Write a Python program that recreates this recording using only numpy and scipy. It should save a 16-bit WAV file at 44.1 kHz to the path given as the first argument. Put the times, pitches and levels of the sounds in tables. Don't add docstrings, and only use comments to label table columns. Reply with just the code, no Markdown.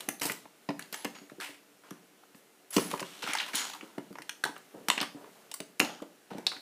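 import sys
import numpy as np
from scipy import signal
from scipy.fft import rfft, irfft, next_fast_len
from scipy.io import wavfile

SR = 44100
rng = np.random.default_rng(int(sys.argv[2]) if len(sys.argv) > 2 else 0)


def digitize_waveform(pressure):
    field = np.atleast_2d(pressure).T
    bounded = np.clip(field, -1, 1)
    quanta = np.round(bounded * 32767).astype(np.int16)
    wavfile.write(sys.argv[1], SR, quanta)


def volts(x):
    e = np.asarray(x, float) / 20
    return 10 ** e


N = 291492
T = np.arange(N) / SR
HELD = .55


def level(x, db):
    return x * volts(db) / np.sqrt(np.mean(x ** 2))


def band(x, lo_hz, hi_hz):
    sos = signal.butter(2, [lo_hz, min(hi_hz, .45 * SR)], "band", fs=SR, output="sos")
    return signal.sosfilt(sos, x)


def fade_60db(t, t60):
    return np.exp(-np.log(1000) * t / t60)


def ring(hz, db, t60, size, sign=1):
    t = np.arange(size)[:, None] / SR
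    tones = np.sin(2 * np.pi * hz * t) * fade_60db(t, np.maximum(t60, .002))
    return (sign * volts(db) * tones).sum(axis=1)


def add(out, s, x, peak_db):
    i = max(int(s * SR), 0)
    out[i:i + len(x)] += (x * volts(peak_db) / np.abs(x).max())[:N - i]


def grit(size, spread_db):
    return rng.standard_normal(size) * volts(spread_db * rng.exponential(size=size))


# frequency in Hz, level in dB, free ring time in seconds (to fall 60 dB).
BRICK_MODES = [(776, 6, 0.0077), (950, 0.5, 0.021), (1393, 5.5, 0.0089), (1503, 7, 0.008),
               (2200, 2, 0.0048), (2430, -1.5, 0.0061), (2770, 8, 0.0019), (3420, 6.5, 0.0044),
               (4027, 9, 0.0015), (4350, 7.5, 0.0027), (5460, -3, 0.0088), (5570, -1, 0.0053),
               (6380, 1.5, 0.0055), (7470, 3.5, 0.0017), (9500, 4, 0.0017), (11000, 4, 0.0017),
               (12580, -3, 0.0047), (14800, -2.5, 0.0041)]


def brick(force, ring_hz, below_db, above_db, free=1):
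    hz, db, t60 = np.transpose(BRICK_MODES)
    grip_hz, grip_db = rng.standard_normal((2, len(hz)))
    sign = (-1.) ** np.arange(len(hz))
    walls = ring(hz * (1 + 0.058 * grip_hz), db + 2 * grip_db, free * t60, size=1024, sign=sign)
    walls[0] = 2.67

    size = next_fast_len(len(force) + 1024, True)
    f = np.fft.rfftfreq(size, 1 / SR) + 1
    below = np.clip(np.log(ring_hz / f) / max(np.log(ring_hz / 450), .4), 0, 1.5) ** 0.79
    most_above = 1.5 if above_db < 0 else 1
    above = np.clip(np.log(f / ring_hz) / np.log(10000 / ring_hz), 0, most_above) ** 0.98
    tilt = volts(below_db * below + above_db * above)
    sound = irfft(rfft(force, size) * rfft(walls, size) * tilt, size)
    return np.roll(sound, shift=44)


def bass(s, ring_hz, contact_db):
    away_db = -12.5 * (3.3 < s < 3.76)
    return contact_db - 3 * np.log2(ring_hz / 450) + away_db


def rub(envelope, spread_db, ring_hz, below_db, above_db, count):
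    total = 0
    for _ in range(count):
        force = grit(len(envelope), spread_db) * envelope
        total = total + brick(force, ring_hz, below_db, above_db, free=HELD)
    return total


# frequency in Hz, level in dB, ring time in seconds (to fall 60 dB).
TABLE_MODES = [(116, -9.5, 0.069), (194, -16, 0.079), (251, 0.5, 0.034), (304.7, 4, 0.057),
               (372.3, 0.5, 0.073), (454.4, 3, 0.043), (562, -6.5, 0.063), (667, -7, 0.046),
               (810, -23, 0.028)]


def table_top(hz_shift=0, db_shift=0):
    hz, db, t60 = np.transpose(TABLE_MODES)
    return ring(hz * (1 + hz_shift), db + db_shift, t60, size=6000)


# frequency in Hz, relative level in dB (the loudness is set in hiss()).
HISS_COLOUR = [(82, -43), (140, 0), (192, -32), (375, 25.5), (1090, 1), (1490, -13.5), (7780, -23),
               (12700, -34), (14600, -10), (15500, 4.5)]


def hiss():
    f = np.fft.rfftfreq(N, 1 / SR) + 1
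    hz, db = np.transpose(HISS_COLOUR)
    colour_db = np.interp(np.log(f), np.log(hz), db)
    noise = irfft(rfft(rng.standard_normal(N)) * volts(colour_db), N)
    return level(noise, -70.5)


# time in seconds, level of the rubbed walls in dB.
HAND_MOTION = [(0.0, -55), (0.2, -67), (0.45, -68), (0.98, -62.5), (1.31, -66), (1.6, -67), (2.74, -67.5),
               (2.87, -50), (3.04, -60), (3.28, -60.5), (3.61, -55.5), (3.9, -65.5), (4.25, -65),
               (5.01, -64.5), (5.36, -63.5), (5.67, -67), (6.35, -67), (6.55, -64)]


def slide():
    busy_db = np.interp(T, *np.transpose(HAND_MOTION))
    rubbed = rub(np.ones(N), 1.95, 1100, 2.5, 0, count=5)[:N]
    walls = level(band(rubbed, 580, 5800), 0)
    fine = level(band(grit(N, 1.3), 2040, 14000), -1.5)
    table = level(signal.fftconvolve(rng.standard_normal(N), table_top())[:N], 0)
    rumble_db = -65 + 0.87 * (busy_db - busy_db.mean())
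    return volts(busy_db) * (walls + fine) + volts(rumble_db) * table


# frequency in Hz, time in seconds for the echo to fall 60 dB.
ROOM_DECAY = [(150, 0.45), (500, 0.3), (1500, 0.23), (5000, 0.33), (14000, 0.22)]


def room(x):
    t = np.arange(SR // 2) / SR
    decay_hz, decay_s = np.transpose(ROOM_DECAY)
    tail = 0
    for hz in 125 * 2 ** np.arange(7.):
        t60 = np.interp(np.log(hz), np.log(decay_hz), decay_s)
        tail = tail + band(rng.standard_normal(len(t)), hz, 2 * hz) * fade_60db(t, t60)
    tail = tail * np.clip((t - .004) / 0.0073, 0, 1)
    tail = tail / np.sqrt(np.sum(tail ** 2))
    return volts(-10) * signal.fftconvolve(x, tail)[:N]


# time in seconds, peak level in dB, loudest ring in Hz, treble tilt above that ring in dB.
BRICK_CLICKS = [(0.0064, -26.5, 3720, -2), (0.0881, -14.5, 760, 7.5), (0.198, -32, 2500, 1),
                (0.2177, -18.5, 1770, -3), (0.2323, -21.5, 961, 11), (0.255, -18.5, 920, 7),
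                (0.266, -20.5, 2130, 20), (0.298, -19.5, 2300, -32), (0.3193, -22, 1710, 9),
                (0.455, -41.5, 940, -47), (0.6896, -24.5, 720, -24), (0.7044, -29, 740, -27),
                (0.7938, -24.5, 1780, -1), (0.824, -32.5, 2990, -10), (0.9267, -26, 2040, 1),
                (0.9435, -24.5, 2320, -3), (1.047, -20.5, 2190, -0.5), (1.0522, -22.5, 2300, -32),
                (1.151, -42, 2340, -16), (1.1864, -42, 1370, -17), (1.298, -40, 1600, -23),
                (1.402, -31, 1430, -11), (1.9078, -34, 1590, -5), (2.2344, -47.5, 1170, -32),
                (2.347, -47.5, 1540, -14), (2.707, -32.5, 1360, 33), (2.7305, -29.5, 1350, -1),
                (2.7654, -13.5, 2200, -5.5), (2.7817, -17, 925, -22), (2.9135, -24.5, 880, -10),
                (2.9393, -22, 980, -49), (2.977, -34, 1330, -4), (2.9959, -26.5, 1330, -12),
                (3.0034, -26, 1030, 0), (3.028, -26, 950, -18), (3.223, -33, 3230, -13),
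                (3.24, -25.5, 2900, -40), (3.2754, -22.5, 896, -7.5), (3.3343, -16, 2130, -1),
                (3.3517, -18, 900, -13), (3.3723, -22.5, 3160, -16), (3.3857, -22, 3250, -22),
                (3.4007, -22.5, 2360, -25), (3.4107, -24.5, 1210, -24), (3.464, -33.5, 930, -4),
                (3.4874, -33, 2800, -16), (3.5546, -18.5, 3420, 6), (3.7351, -33.5, 872, -13),
                (3.8104, -32, 2900, -32), (3.9818, -29, 600, -26), (4.128, -41.5, 654, 2),
                (4.155, -35, 840, -28), (4.1856, -30.5, 1720, -14.5), (4.2205, -29.5, 2000, -9),
                (4.294, -22, 2240, -6.5), (4.4389, -18.5, 1620, -5.5), (4.4514, -23, 820, -7),
                (4.4744, -43, 1660, 4), (4.564, -34.5, 1030, -23), (4.5794, -39, 1310, 29),
                (4.8851, -11.5, 1300, -5.5), (4.901, -5, 4330, -12.5), (4.9135, -25, 2730, -32),
                (4.979, -19, 2620, -17.5), (5.0036, -19, 5600, -28), (5.0133, -18, 2370, -13),
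                (5.0292, -23, 1380, -15), (5.244, -41, 1590, -43), (5.515, -28, 3100, -5),
                (5.5407, -21, 2780, 3.5), (5.6034, -22, 625, 0), (5.7962, -17, 6850, 3),
                (5.8006, -6.5, 3330, -8.5), (5.8124, -18.5, 751, -27), (5.848, -25.5, 2700, -12),
                (6.002, -41.5, 1490, -33), (6.0214, -40.5, 800, -14), (6.3133, -34.5, 937, -31),
                (6.383, -34, 700, -12), (6.4677, -14.5, 4200, -13), (6.4784, -27, 4030, -29),
                (6.5176, -29, 1500, -20), (6.566, -37, 1600, -18)]


def clicks():
    out = np.zeros(N)
    ms = np.arange(1024) / SR * 1000
    usual_ms, scatter, snap_db = 3.2, 0.11, 11.5
    for s, peak_db, ring_hz, above_db in BRICK_CLICKS:
        chatter_ms = usual_ms * np.exp(scatter * rng.standard_normal())
        swell = 1 - np.exp(-ms / 2.03)
        chatter = grit(1024, 1.41) * swell * np.exp(-ms / chatter_ms)
        chatter[SR // 1000] = volts(snap_db)
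        below_db = bass(s, ring_hz, -5.5)
        add(out, s - .002, brick(chatter, ring_hz, below_db, above_db, free=HELD), peak_db)
    return out


# time in seconds, peak level in dB.
TABLE_THUMPS = [(0.084, -28.5), (0.216, -29), (0.252, -27), (0.3, -29.5), (0.448, -46.5), (0.69, -20),
                (0.925, -42.5), (1.047, -25), (1.083, -40.5), (1.216, -40.5), (1.319, -36.5),
                (1.384, -38.5), (1.492, -43.5), (1.913, -32), (2.346, -47.5), (2.766, -12.5), (2.782, -21),
                (2.934, -26.5), (3.016, -28.5), (3.237, -36), (3.29, -32), (3.541, -31), (3.83, -36),
                (3.98, -26), (4.106, -36.5), (4.197, -38), (4.452, -31), (4.491, -33.5), (4.885, -31),
                (4.976, -30.5), (5.011, -30.5), (5.148, -33), (5.603, -31.5), (5.8, -20), (5.826, -23),
                (6.02, -30.5), (6.311, -31.5), (6.349, -30), (6.382, -32.5), (6.462, -39.5), (6.563, -43)]


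def thumps():
    out = np.zeros(N)
    ms = np.arange(1024) / SR * 1000
    for s, peak_db in TABLE_THUMPS:
        spot_hz, spot_db = rng.standard_normal((2, len(TABLE_MODES)))
        settle = volts(-17.0) * rng.standard_normal(len(ms)) * np.exp(-ms / 8)
        settle[0] = 1
        contact_ms = 0.49 - .01 * (peak_db + 22)
        push = np.exp(-.5 * ((ms[:300] - 3) / max(contact_ms / 3, .05)) ** 2)
        wood = table_top(0.031 * spot_hz, 1.6 * spot_db)
        add(out, s - .004, signal.fftconvolve(np.convolve(push, settle), wood), peak_db)
    return out


# start in seconds, peak level in dB, loudest ring in Hz, treble tilt above that ring in dB,
# fade time in seconds.
BRICK_SCRAPES = [(0.21, -23.5, 630, 0.5, 0.082), (0.2603, -29.5, 960, 1.5, 0.034),
                 (0.293, -41.5, 2360, -7, 0.12), (0.797, -42, 1760, -8, 0.037),
                 (0.924, -31, 2030, -6, 0.028), (0.969, -39.5, 1920, -5, 0.095),
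                 (1.145, -39.5, 2180, -19, 0.063), (1.4056, -30, 2020, -6, 0.083),
                 (1.833, -47, 1060, -16, 0.12), (2.349, -50.5, 1520, 7, 0.058),
                 (2.704, -37, 1320, -3, 0.14), (2.731, -26.5, 1340, 8, 0.096),
                 (2.793, -30.5, 1020, -1, 0.05), (2.899, -35, 1310, -7.5, 0.056),
                 (3.044, -36.5, 3200, -9, 0.53), (3.223, -30.5, 2860, -11, 0.14),
                 (3.274, -27, 2160, -30, 0.12), (3.324, -29.5, 1200, -17, 0.11),
                 (3.39, -26, 3140, -23, 0.051), (3.476, -32, 940, -10, 0.028),
                 (3.53, -31.5, 2200, -15, 0.028), (3.5446, -22.5, 3430, -14, 0.087),
                 (3.595, -33, 1270, -25, 0.033), (3.644, -42, 3300, -33, 0.12),
                 (3.743, -35, 850, -10, 0.032), (3.823, -43, 856, -13, 0.15),
                 (4.452, -27.5, 810, -22, 0.036), (4.552, -40, 1070, -23, 0.034),
                 (4.7365, -37, 370, -61, 0.11), (4.902, -34, 2780, -22, 0.073),
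                 (4.972, -26.5, 2760, -28, 0.058), (5.004, -29, 2300, -25, 0.041),
                 (5.155, -42, 417, -43, 0.13), (5.35, -52, 616, -26, 0.13), (5.806, -31, 751, -40, 0.083),
                 (5.8483, -35, 2870, -19, 0.099), (6.021, -32, 500, -40, 0.013),
                 (6.301, -35.5, 670, -22.5, 0.067), (6.369, -43.5, 600, -15, 0.081),
                 (6.513, -38, 1200, -15, 0.034)]


def scrapes():
    out = np.zeros(N)
    t = np.arange(11 * 1024) / SR
    for s, peak_db, ring_hz, above_db, length in BRICK_SCRAPES:
        catch_db = 2.32 * np.repeat(rng.standard_normal(88), 128)
        slip = np.clip(t / 0.003, 0, 1) * np.exp(-(t / max(length, .01)) ** 1.51)
        below_db = bass(s, ring_hz, -5)
        add(out, s, rub(volts(catch_db) * slip, 2.66, ring_hz, below_db, above_db, count=3), peak_db)
    return out


# start in seconds, fade time in seconds, pitch in Hz, band width in Hz, starting level in dB.
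WALL_RINGS = [(0.96, 0.05, 11000, 350, -49), (1.148, 0.086, 6750, 300, -61),
              (2.705, 0.081, 10600, 450, -46), (2.797, 0.087, 10700, 400, -45),
              (3.549, 0.095, 6830, 400, -42), (3.552, 0.031, 9660, 350, -38.5),
              (5.805, 0.072, 6720, 400, -50), (6.4669, 0.0035, 4110, 1070, -15.5),
              (4.438, 0.0043, 1650, 494, -21), (1.4, 0.032, 1430, 600, -42),
              (6.466, 0.099, 4130, 890, -45.5)]


def wall_rings():
    out = np.zeros(N)
    for s, length, hz, width_hz, db in WALL_RINGS:
        edges = hz - width_hz / 2, hz + width_hz / 2
        fade = (T > s) * np.exp(-np.clip((T - s) / length, 0, 5) ** 1.2)
        narrow = band(band(rng.standard_normal(N), *edges), *edges)
        out += fade * level(narrow, db)
    return out


# start in seconds, end in seconds.
RATTLE_TIMES = [(3.22, 3.43), (3.53, 3.76)]


def rattle():
    out = np.zeros(N)
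    ms = np.arange(512) / SR * 1000
    for start, end in RATTLE_TIMES:
        count = int(140 * (end - start))
        for when, pitch, size in rng.random((100, 3))[:count]:
            force = grit(512, 1.2) * np.exp(-ms / 1.7)
            tick = brick(force, 900 * 2 ** (2.3 * pitch), -15, -9)
            add(out, start + when * (end - start), tick, -37.5 + 9 * size - 6 * when)
    return out


def scene():
    near = slide() + clicks() + thumps() + scrapes() + wall_rings() + rattle()
    return (near + room(near) + hiss())[None]


def low_pass(x):
    return signal.sosfilt(signal.butter(12, 16470, fs=SR, output="sos"), x)


def record(dry):
    no_bass = signal.sosfilt(signal.butter(7, 150, "high", fs=SR, output="sos"), dry)
    x = no_bass + volts(-23) * dry
    x = signal.sosfilt(signal.ellip(8, .2, 45, 15400, fs=SR, output="sos"), x)
    return low_pass(x)


dry = scene()
out = record(dry)
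digitize_waveform(out)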